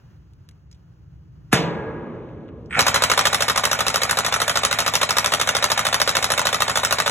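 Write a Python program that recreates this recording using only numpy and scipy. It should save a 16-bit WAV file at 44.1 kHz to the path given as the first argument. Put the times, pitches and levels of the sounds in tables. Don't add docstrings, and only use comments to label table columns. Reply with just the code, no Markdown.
import sys
import numpy as np
from scipy import signal
from scipy.fft import rfft, irfft, next_fast_len
from scipy.io import wavfile
from scipy.ndimage import uniform_filter1d, minimum_filter1d

SR = 44100
rng = np.random.default_rng(int(sys.argv[2]) if len(sys.argv) > 2 else 0)


def output_pcm(signal):
    pcm = np.clip(np.atleast_2d(signal).T, -1, 1) * 32767
    wavfile.write(sys.argv[1], SR, np.round(pcm).astype(np.int16))


def invert_db(x):
    u = np.asarray(x, float) / 20
    return 10 ** u


N = 313282
TIME_S = np.arange(N) / SR


def evened(x):
    return x / np.sqrt(np.mean(x ** 2) + 1e-20)


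def read(points, hz, col=1):
    return np.interp(np.log(hz + 1), np.log([p[0] + 1 for p in points]), [p[col] for p in points])


def curve(rows, col):
    return np.interp(TIME_S, [r[0] for r in rows], [r[col] for r in rows])


def add(mix, s, sound):
    part = mix[round(s * SR):][:len(sound)]
    part += sound[:len(part)]


def resonate(x, hz, width_hz):
    r = np.exp(-np.pi * width_hz / SR)
    return signal.lfilter([1 - r, 0, r - 1], [1, -2 * r * np.cos(2 * np.pi * hz / SR), r * r], x)


def bands(centres_hz, size):
    padded = next_fast_len(size)
    log_hz = np.log(np.fft.rfftfreq(padded, 1 / SR) + 1)
    z = rfft(rng.standard_normal(size), padded)
    at = np.log(np.r_[centres_hz[0] * .6, centres_hz, centres_hz[-1] * 1.08])
    return [irfft(z * np.interp(log_hz, at, w), padded)[:size] for w in np.eye(len(at))[1:-1]]


def coloured(points, size):
    padded = next_fast_len(size)
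    gain = invert_db(read(points, np.fft.rfftfreq(padded, 1 / SR)))
    return evened(irfft(rfft(rng.standard_normal(size), padded) * gain)[:size])


# time in seconds, level in dB.
RUMBLE_LEVEL = [
    (0.0, -47.5),
    (0.92, -47),
    (1.28, -43.5),
    (1.48, -43.5),
]
# frequency in Hz, density in dB per Hz.
RUMBLE = [(15, -61.5), (25, -37), (43, -18), (62, -3), (81, -10), (97, -7), (161, -8.5), (249, -36),
          (305, -28), (600, -50.5), (780, -84.5), (1320, -120)]
# frequency in Hz, density in dB per Hz.
AIR = [(250, 5.5), (600, -2.5), (1500, -5), (2200, -17), (2900, -12.5), (3600, -20), (4700, -17),
       (5500, -18.5), (6600, -19.5), (7500, -29.5), (9000, -32.5), (15000, -27.5)]
# frequency in Hz, likeness 0 to 1.
AIR_LIKENESS = [(100, 0.99), (300, 0.66), (650, 0.13), (1400, 0.16), (2600, .6), (4500, 0.76), (15000, 1)]


def yard(air_db=-62.5, gust_db=6.5, gust_s=.12, waver_db=1.5):
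    size = next_fast_len(N)
    air = invert_db(air_db + gust_db * np.exp(-TIME_S / gust_s))
    air = air * invert_db(waver_db * evened(uniform_filter1d(rng.standard_normal(N), size=3000)))
    same = np.clip(read(AIR_LIKENESS, np.fft.rfftfreq(size, 1 / SR)), 0, 1)
    rumble = invert_db(curve(RUMBLE_LEVEL, 1))
    a, b = (rumble * coloured(RUMBLE, N) + air * coloured(AIR, N) for _ in "ab")
    right = irfft(same * rfft(a, size) + np.sqrt(1 - same ** 2) * rfft(b, size), size)[:N]
    return np.array([a, right])


# start in seconds, peak in dB,
# centre in Hz, t60 in seconds, treble in dB.
TICKS = [(0.3344, -51, 2790, 0.025, -8), (0.4886, -33.5, 3400, 0.023, -8), (0.5107, -48, 2300, 0.03, -7),
         (0.7137, -39.5, 6000, 0.031, -12), (0.7267, -41, 5540, 0.033, -19), (0.745, -52, 3500, 0.066, -14),
         (1.2144, -77, 2660, 0.027, -29), (2.2894, -47.5, 2340, 0.028, -33),
         (2.4064, -55, 2440, 0.025, -28), (2.481, -48, 2800, 0.04, -33), (2.4887, -39.5, 2300, 0.033, -43),
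         (2.659, -48, 5500, 0.03, -19), (2.7082, -23, 2050, 0.052, -44)]


def ticks():
    t, out = np.arange(3000) / SR, np.zeros(N)
    for s, db, hz, t60_s, treble_db in TICKS:
        spectrum = [(hz / 5, -20), (hz / 1.4, -4), (hz, 0), (9000, treble_db + 1), (16000, treble_db - 18)]
        burst = coloured(spectrum, len(t))
        shape = invert_db(db - 8.5 - 60 * t / max(t60_s, .005)) * np.minimum(t / 0.00028, 1)
        add(out, s, shape * burst)
    return out


# frequency in Hz, level in dB, t60 in seconds.
BEAM = [(169.7, -4.5, 2.3), (310, -17.5, 3), (467, -11, 1.2), (581, -11, 3.6), (724, -28, 1.4),
        (826, -21, 1.2), (846, -13.5, 4.3), (970, -12.5, 2.2), (1180, -16.5, 0.78), (1650, -14.5, 2.86)]
# centre in Hz, early dB, early t60 in seconds, late dB, late t60 in seconds.
FRAME = [(75, -51, 0.64, -50, 15), (170, -38, 1, -35, 5.9), (277, -56, 0.48, -37, 5.3),
         (479, -44.5, 0.27, -30, 3.7), (660, -26, 0.39, -40, 3.2), (968, -34.5, 0.28, -34.5, 2.53),
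         (1560, -15.5, 0.12, -36, 1.8), (2950, -22.5, 0.37, -56, 3.45), (5500, -22.5, 0.21, -48.5, 0.75),
         (10300, -18, 0.064, -46, 0.3), (14500, -47.5, 0.083, -51, .3)]


def clang(start_s=1.5285, sweep_db=-6, modes_db=-23.5, top_hz=2700, low_hz=119, glide_ms=1.1):
    t, out = np.arange(60000) / SR, np.zeros(N)
    hz = low_hz + top_hz / (1 + (t * 1e3 / glide_ms) ** 1.9)
    sweep = invert_db(sweep_db) * np.sin(2 * np.pi * np.cumsum(hz) / SR) / (1 + (t / .0155) ** 10)
    twins = rng.uniform(-9.5, 9.35, (len(BEAM), 3, 1))
    modes = 0
    for (f, db, t60_s), p in zip(BEAM, twins):
        tones = np.sin(2 * np.pi * (f + p * min(f / 600, 1)) * t + p).sum(0)
        modes = modes + invert_db(modes_db + db - 60 * t / min(t60_s, 1.7)) * tones
    frame = 0
    for noise, row in zip(bands([r[0] for r in FRAME], len(t)), FRAME):
        _, early_db, early_s, late_db, late_s = row
        fall = invert_db(early_db - 60 * t / early_s) + invert_db(late_db - 60 * t / late_s)
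        frame = frame + evened(noise) * fall
    add(out, start_s, sweep + (modes + frame) * np.minimum(t / 0.00071, 1))
    slide = np.arange(600)
    add(out, start_s - 600 / SR, invert_db(-16 - 38 * (1 - slide / 600)) * coloured(HISS, 600))
    return out


# frequency in Hz, level in dB, t60 in ms, delay after the rebound in ms.
THUMP = [(63.9, -32, 200, -18.5), (81.4, -36.5, 176, 12), (104, -37, 263, 11.5), (163.7, -30.5, 94, 8),
         (213.4, -37, 214, 8), (259.5, -37.5, 93, 25.5), (115, -16, 15, -8)]


def thump(first_db=6, settle_s=0.31, take_up_s=2.772):
    t, out = np.arange(9000) / SR, np.zeros(N)
    rebounds = np.array(TURNS)[:, 0] + 0.0156
    for hz, db, t60_ms, after_ms in THUMP:
        push = invert_db(db - 60e3 * t / t60_ms) * np.sin(2 * np.pi * hz * t) * np.minimum(t * hz * 2, 1)
        for s in np.r_[take_up_s, rebounds]:
            add(out, s + after_ms / 1e3, invert_db(first_db * np.exp((rebounds[0] - s) / settle_s)) * push)
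    return out


# frequency in Hz, width in Hz, level in dB.
GEARS = [(674, 224, -4.5), (1446, 110, -1.5), (1860, 480, 1), (2252, 320, -1.5), (3110, 240, -10)]
# frequency in Hz, width in Hz, level in dB.
WHINE = [(7090, 44, 2), (7720, 35, -2.5), (8310, 32, 2)]
# frequency in Hz, level in dB.
HISS = [(300, -23), (1000, 4), (3500, -5.5), (6000, -10.5), (9000, -13.5), (12000, -26), (15000, -35.5)]
# time in seconds, level in dB.
DRIVE = [
    (2.697, -53),
    (2.703, -43),
    (2.72, -26),
    (2.727, -32),
    (2.755, -24),
    (2.788, -22),
    (2.84, -33),
    (3.3, -33.5),
    (3.45, -36),
]
# time in seconds, tilt in dB per octave.
TILT = [
    (2.73, 4),
    (2.762, -10),
    (2.785, -5.5),
    (2.792, 11),
    (2.84, -0.5),
]
# time in seconds, level in dB.
SLACK = [(2.7263, 9), (2.7317, 10), (2.74, 8), (2.7462, 8), (2.7503, 9), (2.7548, 10), (2.762, -1),
         (2.7658, 1), (2.77, 5), (2.7738, 8), (2.7785, 1), (2.7835, 2)]


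def motor(teeth_per_s=900, lumpy_db=1.5, start_hz=8100, whine_db=-47.5, whine_rise_s=.02, spin_s=.085,
          fan_db=-29.5, fan_power=2.7, fan_load_db=-9, load_s=0.74):
    white = rng.standard_normal(N)
    loaded = np.clip((TIME_S - TURNS[0][0] + 0.03) * 40, 0, 1)

    teeth = (rng.random(N) < teeth_per_s / SR) * rng.standard_normal(N)
    slack, (at_s, db) = np.zeros(N), np.transpose(SLACK)
    slack[(at_s * SR).astype(int)] = invert_db(db)
    teeth = (0.4 + .7 * loaded) * teeth * invert_db(lumpy_db * rng.standard_normal(N)) + slack
    teeth = signal.oaconvolve(teeth, np.hanning(15), "same")
    tilt = curve(TILT, 1)
    gears = []
    for hz, width_hz, db in GEARS:
        mode = evened(resonate(resonate(teeth, hz, width_hz), hz, 2 * width_hz))
        gears.append(invert_db(db + tilt * np.log2(hz / 1800)) * mode)
    rattle = (loaded * gears[0] + sum(gears[1:])) / 1.74

    running = sum(invert_db(db) * evened(resonate(white, hz, width_hz)) for hz, width_hz, db in WHINE)
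    starting = evened(resonate(resonate(white, start_hz, 160), start_hz, 400))
    whine = loaded * running + (1 - loaded) * starting

    since_s = np.maximum(TIME_S - DRIVE[0][0], 0)
    speed = np.minimum(since_s / spin_s, 1)
    fan = invert_db(fan_db + fan_load_db * np.minimum(since_s / load_s, 1)) * speed ** fan_power * coloured(HISS, N)
    rattle = (since_s > 0) * invert_db(curve(DRIVE, 1)) * rattle
    return rattle + invert_db(whine_db) * np.minimum(since_s / whine_rise_s, 1) * whine + fan


# frequency in Hz, level in dB.
CATCH = [(700, -26), (1090, -30), (1850, -38)]


def catch(after_ms=63, length_ms=5.5, uneven_db=0.0, loose_ms=0.58):
    t, out = np.arange(0, length_ms / 1e3, 1 / SR), np.zeros(N)
    for (s, *_), luck in zip(TURNS, rng.standard_normal((len(TURNS), 1 + len(CATCH)))):
        tap = 0
        for (hz, db), u in zip(CATCH, luck[1:]):
            tap = tap + invert_db(db + uneven_db * u) * np.sin(2 * np.pi * hz * (1 + 0.018 * u) * t)
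        add(out, s + (after_ms + loose_ms * luck[0]) / 1e3, tap * np.hanning(len(t)))
    return out


# strike time in seconds, strike and rebound in dB over the steady blow.
TURNS = [(2.7912, 8, -1.5), (2.8656, 3.5, 1), (2.9428, 4.5, 2.5), (3.0211, 3, 1.0), (3.0989, 1.5, 3.5),
         (3.1757, 4, 1.5), (3.2531, 5.5, 0), (3.329, 1, -0.5), (3.406, 0, -2), (3.4816, 0.5, 1),
         (3.5599, -1.5, -2), (3.6364, 0.5, -2.5), (3.7141, 0, -4), (3.7893, -2.5, 0.5), (3.866, -1, -5.5),
         (3.9422, 1, -3), (4.0175, -0.5, -3.5), (4.094, -1.5, -1), (4.1709, 0.5, -0.5), (4.2472, 0, -3),
         (4.3242, 0, -3), (4.401, -1.5, 0.5), (4.4791, -0.0, -0.5), (4.5558, 0, -2), (4.6335, 0.5, -0.5),
         (4.7113, -1.0, -1.5), (4.7873, 1, -3.5), (4.8628, -0.5, -3), (4.9377, -1.5, -1),
         (5.0142, -0.5, 0.5), (5.0908, -1.5, -3), (5.168, 1.5, -0.5), (5.2441, 0.5, -2.5),
         (5.3199, -0.5, 0), (5.3975, -2, -2), (5.4736, 0, 1.0), (5.5503, 0.5, -4), (5.6255, 0.5, 0),
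         (5.7011, 0, -0.5), (5.7756, -0.0, -1), (5.851, 0, -2), (5.9268, -0.0, 0), (6, 0, -1),
         (6.0753, 1, -2), (6.1515, 0, -3), (6.2265, -0.5, -2), (6.3024, 2, -2.5), (6.377, 1.5, -2.5),
         (6.4529, 1, -1.0), (6.5279, 0.5, -2), (6.6039, 0, -0.5), (6.6797, -1, -2.5), (6.7561, 0.5, -0.5),
         (6.8326, -1.0, -3), (6.909, -0.0, 0.5), (6.9845, -1, -1.5), (7.0613, 1.0, -3)]
# delay after the strike in ms, level in dB over the steady blow.
KNOCKS = [(34.0, 2.5), (34.0, -4), (33.4, 3.75), (36.2, 0), (37.6, 5.5), (33.9, 8), (34.3, -35), (35.3, -8),
          (36.6, -2), (35.7, 0.5), (35, 4), (36.6, 1.5), (34.6, 3.5), (35.4, -2), (34.9, 5), (35.5, 0),
          (34.6, 1.5), (34.6, 4), (35.1, -2), (35.3, 6), (37.8, 7.5), (36.5, -3), (33.4, 3.5), (35.4, 3),
          (35.8, 1), (35.4, 0), (35.3, 3), (33.8, -5), (33.6, -0.75), (35.8, -2), (35.4, -0.75), (35.6, -3),
          (34.0, -2), (33.7, -3), (35.6, -3), (35.5, -0.0), (36.2, 3.5), (35, 2.5), (36, -11), (35, 3),
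          (35.7, 2.5), (36.5, 0.75), (37, -14), (36.7, 4), (35.4, 2), (36.8, 2), (35.4, 4.5), (39, 5),
          (36.4, 6.5), (34.6, 0.5), (37.4, -1), (35.6, -0.75), (37, 3), (37, 2), (35.9, 1), (36.3, 2),
          (33.8, 8)]


def hits(strike_db=-13.5, rebound_db=-11.5, knock_db=-22, rebound_ms=16.4, loose_ms=.15):
    s, strike_over, rebound_over = np.transpose(TURNS)
    knock_ms, knock_over = np.transpose(KNOCKS)
    early_ms = loose_ms * np.clip(rng.standard_normal(len(s)), -2, 2) - .3
    kind = np.repeat([0, 1, 2], len(s))
    at_s = np.r_[s + early_ms / 1e3, s + rebound_ms / 1e3, s + knock_ms / 1e3]
    return at_s, kind, np.r_[strike_db + strike_over, rebound_db + rebound_over, knock_db + knock_over]


# frequency in Hz, strike, rebound and knock in dB, t60 in ms.
STEEL = [(552, 0.5, -5, -7, 54.7), (788, 3.5, -12, -2.5, 22.5), (1010, 11, 8, 12, 11.8),
         (1182, 1, -1.5, -28, 36.5), (1297, -24, 13.5, 4, 14.6), (1394, 2.5, 2.5, -12, 20.7),
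         (1365, -3.5, -1, 10.5, 15), (1752, -1, -41, -40, 31), (1950, -31, 0, -8, 35.6),
         (2665, -13, -4.5, -27, 46), (3190, -18.5, -8.5, -24, 76), (3758, 12, 10, -15, 16.4),
         (5480, -12, -4.5, -18, 60), (8000, -1, -34, -16, 20)]


def ring(s, kind, db, level_db=-4, spread=0.035, uneven_db=1.0, loose_rad=0.84, rise_ms=2.01):
    modes, t, out = np.array(STEEL), np.arange(1800) / SR, np.zeros(N)
    luck = rng.standard_normal((len(s), 3, len(STEEL), 1))
    rise = 1 - np.exp(-t * 1e3 / rise_ms)
    for s0, k, d, (tune, size, phase) in zip(s, kind, db, luck):
        fall = invert_db(modes[:, [1 + k]] + uneven_db * size - 66100.0 * t / modes[:, [4]])
        tones = fall * np.sin(2 * np.pi * modes[:, [0]] * (1 + spread * tune) * t + loose_rad * phase)
        add(out, s0, invert_db(d) * tones.sum(0) * rise)
    return invert_db(level_db) * out


# centre in Hz, strike, rebound and knock in dB, t60 in ms.
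CLATTER = [(358, -10.5, -10, -11, 28), (640, -2.5, -2, -2, 54), (1140, 1, 0, 0, 40),
           (2300, -3, -5, -11, 28.7), (3820, -4.5, -5.5, -7, 38), (5850, 3.5, 9.5, -20, 6.6),
           (5870, -7, -6, -13, 41.5), (8100, -6, -4, -5.5, 18.8), (11770, -13, -7.5, -32, 19),
           (12850, -16, -14, -29, 26), (15000, -21, -18, -31, 18)]


def clatter(s, kind, db, level_db=8, colour_db=1.13, chatter_db=4.5, crack_db=(0, 8), crack_share=0.03,
            rise_ms=(1.9, .3)):
    at = np.minimum((s * SR).astype(int) - 14, N - 1)
    luck, out = rng.standard_normal((len(s), len(CLATTER))), np.zeros(N)
    chatter = np.clip(evened(uniform_filter1d(rng.standard_normal(N), size=40)), -2, 1.5)
    bounce = rng.random((len(s), 2))
    again = np.minimum(at + (SR * (0.0039 + 0.0088 * bounce[:, 0])).astype(int), N - 1)
    late = np.minimum(kind, 1)
    slow, fast = np.exp(-1e3 / (np.array(rise_ms) * SR))
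    for k, noise in enumerate(bands([r[0] for r in CLATTER], N)):
        hz, *kind_db, t60_ms = CLATTER[k]
        train, treble = np.zeros((2, N)), min(hz / 6000, 1)
        train[late, at] = invert_db(db + np.array(kind_db)[kind] + colour_db * luck[:, k])
        train[1, again] += train[late, at] * invert_db(-11 - 20 * bounce[:, 1])
        strike = signal.lfilter([1 - slow], [1, -slow], train[0])
        sudden = signal.lfilter([1 - fast], [1, -fast], train[1])
        blow = np.array([strike, sudden])
        fall, quick = invert_db(-60e3 / (t60_ms * SR * np.array([1, crack_share])))
        tail = signal.lfilter([1], [1, -fall], blow.sum(0))
        crack = signal.lfilter([1], [1, -quick], invert_db(np.array(crack_db)) @ blow)
        out += noise * (tail + treble * crack) * invert_db(chatter_db * np.sqrt(treble) * chatter)
    return invert_db(level_db) * out


# delay in ms, left and right level in dB.
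SLAPS = [
    (4.7, -13, -18.5),
    (10, -10.5, -16),
    (14.5, -25.5, -17),
]


def slaps(x, apart_samples=9):
    taps = np.zeros((2, 1200))
    for ms, left_db, right_db in SLAPS:
        at = round(ms * SR / 1e3) + np.array([0, apart_samples])
        taps[[0, 1], at] = invert_db(left_db), invert_db(right_db)
    return signal.oaconvolve(x[None], taps, axes=1)[:, :N]


def near(x, level_db=-8, t60_s=.03, band_hz=(800, 3500)):
    t = np.arange(900) / SR
    taps = rng.standard_normal(len(t)) * invert_db(-60 * t / t60_s)
    taps = signal.lfilter(*signal.butter(3, band_hz, "band", fs=SR), taps / np.linalg.norm(taps))
    return invert_db(level_db) * signal.oaconvolve(x, taps)[:N] * np.array([[1], [-1]])


# frequency in Hz, t60 in seconds.
DECK = [(100, 1), (500, 0.42), (1500, 0.12), (4000, 0.29), (9000, 0.15), (16000, 0.37)]


def deck(x):
    taps = np.zeros((2, SR // 2))
    at = np.arange(200, SR // 2 - 20, 20) + rng.integers(0, 20, (2, (SR // 2 - 201) // 20))
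    np.put_along_axis(taps, at, rng.choice([-1., 1.], at.shape), 1)
    hz, t, z = signal.stft(taps, SR, nperseg=256)
    same = np.interp(hz, [200, 900, 3300, 4400], [.9, .3, .4, .93])[:, None]
    z = np.array([z[0], same * z[0] + np.sqrt(1 - same ** 2) * z[1]])
    tail = signal.istft(z * invert_db(-60 * t / read(DECK, hz)[:, None]), SR, nperseg=256)[1]
    return signal.fftconvolve(x[None], tail / np.linalg.norm(tail[0]), axes=1)[:, :N]


def scene():
    contacts = hits()
    tool = clatter(*contacts) + ring(*contacts)
    beam = clang()
    slapped = slaps(tool)
    tool = tool + catch() + motor()
    duck = invert_db(np.interp(TIME_S, [2.75, 2.9], [0, -6]))
    echoes = deck(invert_db(-10.0) * tool + invert_db(-13.5) * beam)
    return tool + slapped + beam + ticks() + thump() + near(tool + beam) + echoes + duck * yard()


def thin_treble(x, faint_db=25, top_hz=12200, edge_hz=15900, edge_db=-20):
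    hz, _, z = signal.stft(np.array([x[0] + x[1], x[0] - x[1]]) / 2, SR, nperseg=1024)
    row_hz = hz[:, None]
    power = uniform_filter1d(abs(z) ** 2, size=21, axis=1)
    loud = power[:, hz > 800].mean((0, 1))
    held = -minimum_filter1d(-loud, size=5, origin=2)
    calm = loud < .85 * held
    rising = loud > 2.5 * np.roll(loud, 1)
    other = power[::-1]
    weak = (power < other / 6) & (row_hz > 4200) & calm
    weak |= (power < other / 3) & (row_hz > 8000) & ~rising
    starved_hz = rng.uniform(8000, 15900, len(loud))
    weak |= (np.roll(loud, -2) > 5 * loud) & ~rising & (row_hz > starved_hz)
    faint = (power < held * invert_db(-2 * faint_db)) & (row_hz > top_hz)
    edge = np.where(row_hz > edge_hz, invert_db(edge_db + 2.5) * rising, 1)
    mid, side = signal.istft(z * ~(weak | faint) * edge, SR, nperseg=1024)[1][:, :N]
    return np.array([mid + side, mid - side])


# frequency in Hz, lag in radians, level in dB over left.
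WIDEN = [(0, -.15, .1), (130, -.2, 0), (300, -.4, 1.6), (600, .2, -1.4), (900, .8, -1.2), (1400, -.3, -.4),
         (2100, .4, 3), (2500, 1.25, 2), (2900, 1.35, 0), (3900, 1.7, 0), (4750, 3.14, 0), (8950, 9.42, 0),
         (10300, 11.8, 0), (13300, 15.71, 0), (14600, 18.3, 0), (17600, 19.5, 0)]


def widen(x):
    size = next_fast_len(N + 512)
    hz, (at_hz, late_rad, db) = np.fft.rfftfreq(size, 1 / SR), np.transpose(WIDEN)
    turn = invert_db(np.interp(hz, at_hz, db)) * np.exp(-1j * np.interp(hz, at_hz, late_rad))
    return np.array([x[0], irfft(rfft(x[1], size) * turn, size)[:N]])


def low_pass(x):
    return signal.sosfilt(signal.butter(12, 16990, fs=SR, output="sos"), x)


def record(dry):
    dry = signal.sosfilt(signal.butter(3, 52, "high", fs=SR, output="sos"), dry)
    limited = .92 * np.tanh(widen(dry) / .92)
    edge = signal.firwin(301, 16800, window=("kaiser", 9), fs=SR)
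    mix = thin_treble(signal.oaconvolve(limited, edge[None], "same"))
    return low_pass(mix)


dry = scene()
out = record(dry)
output_pcm(out)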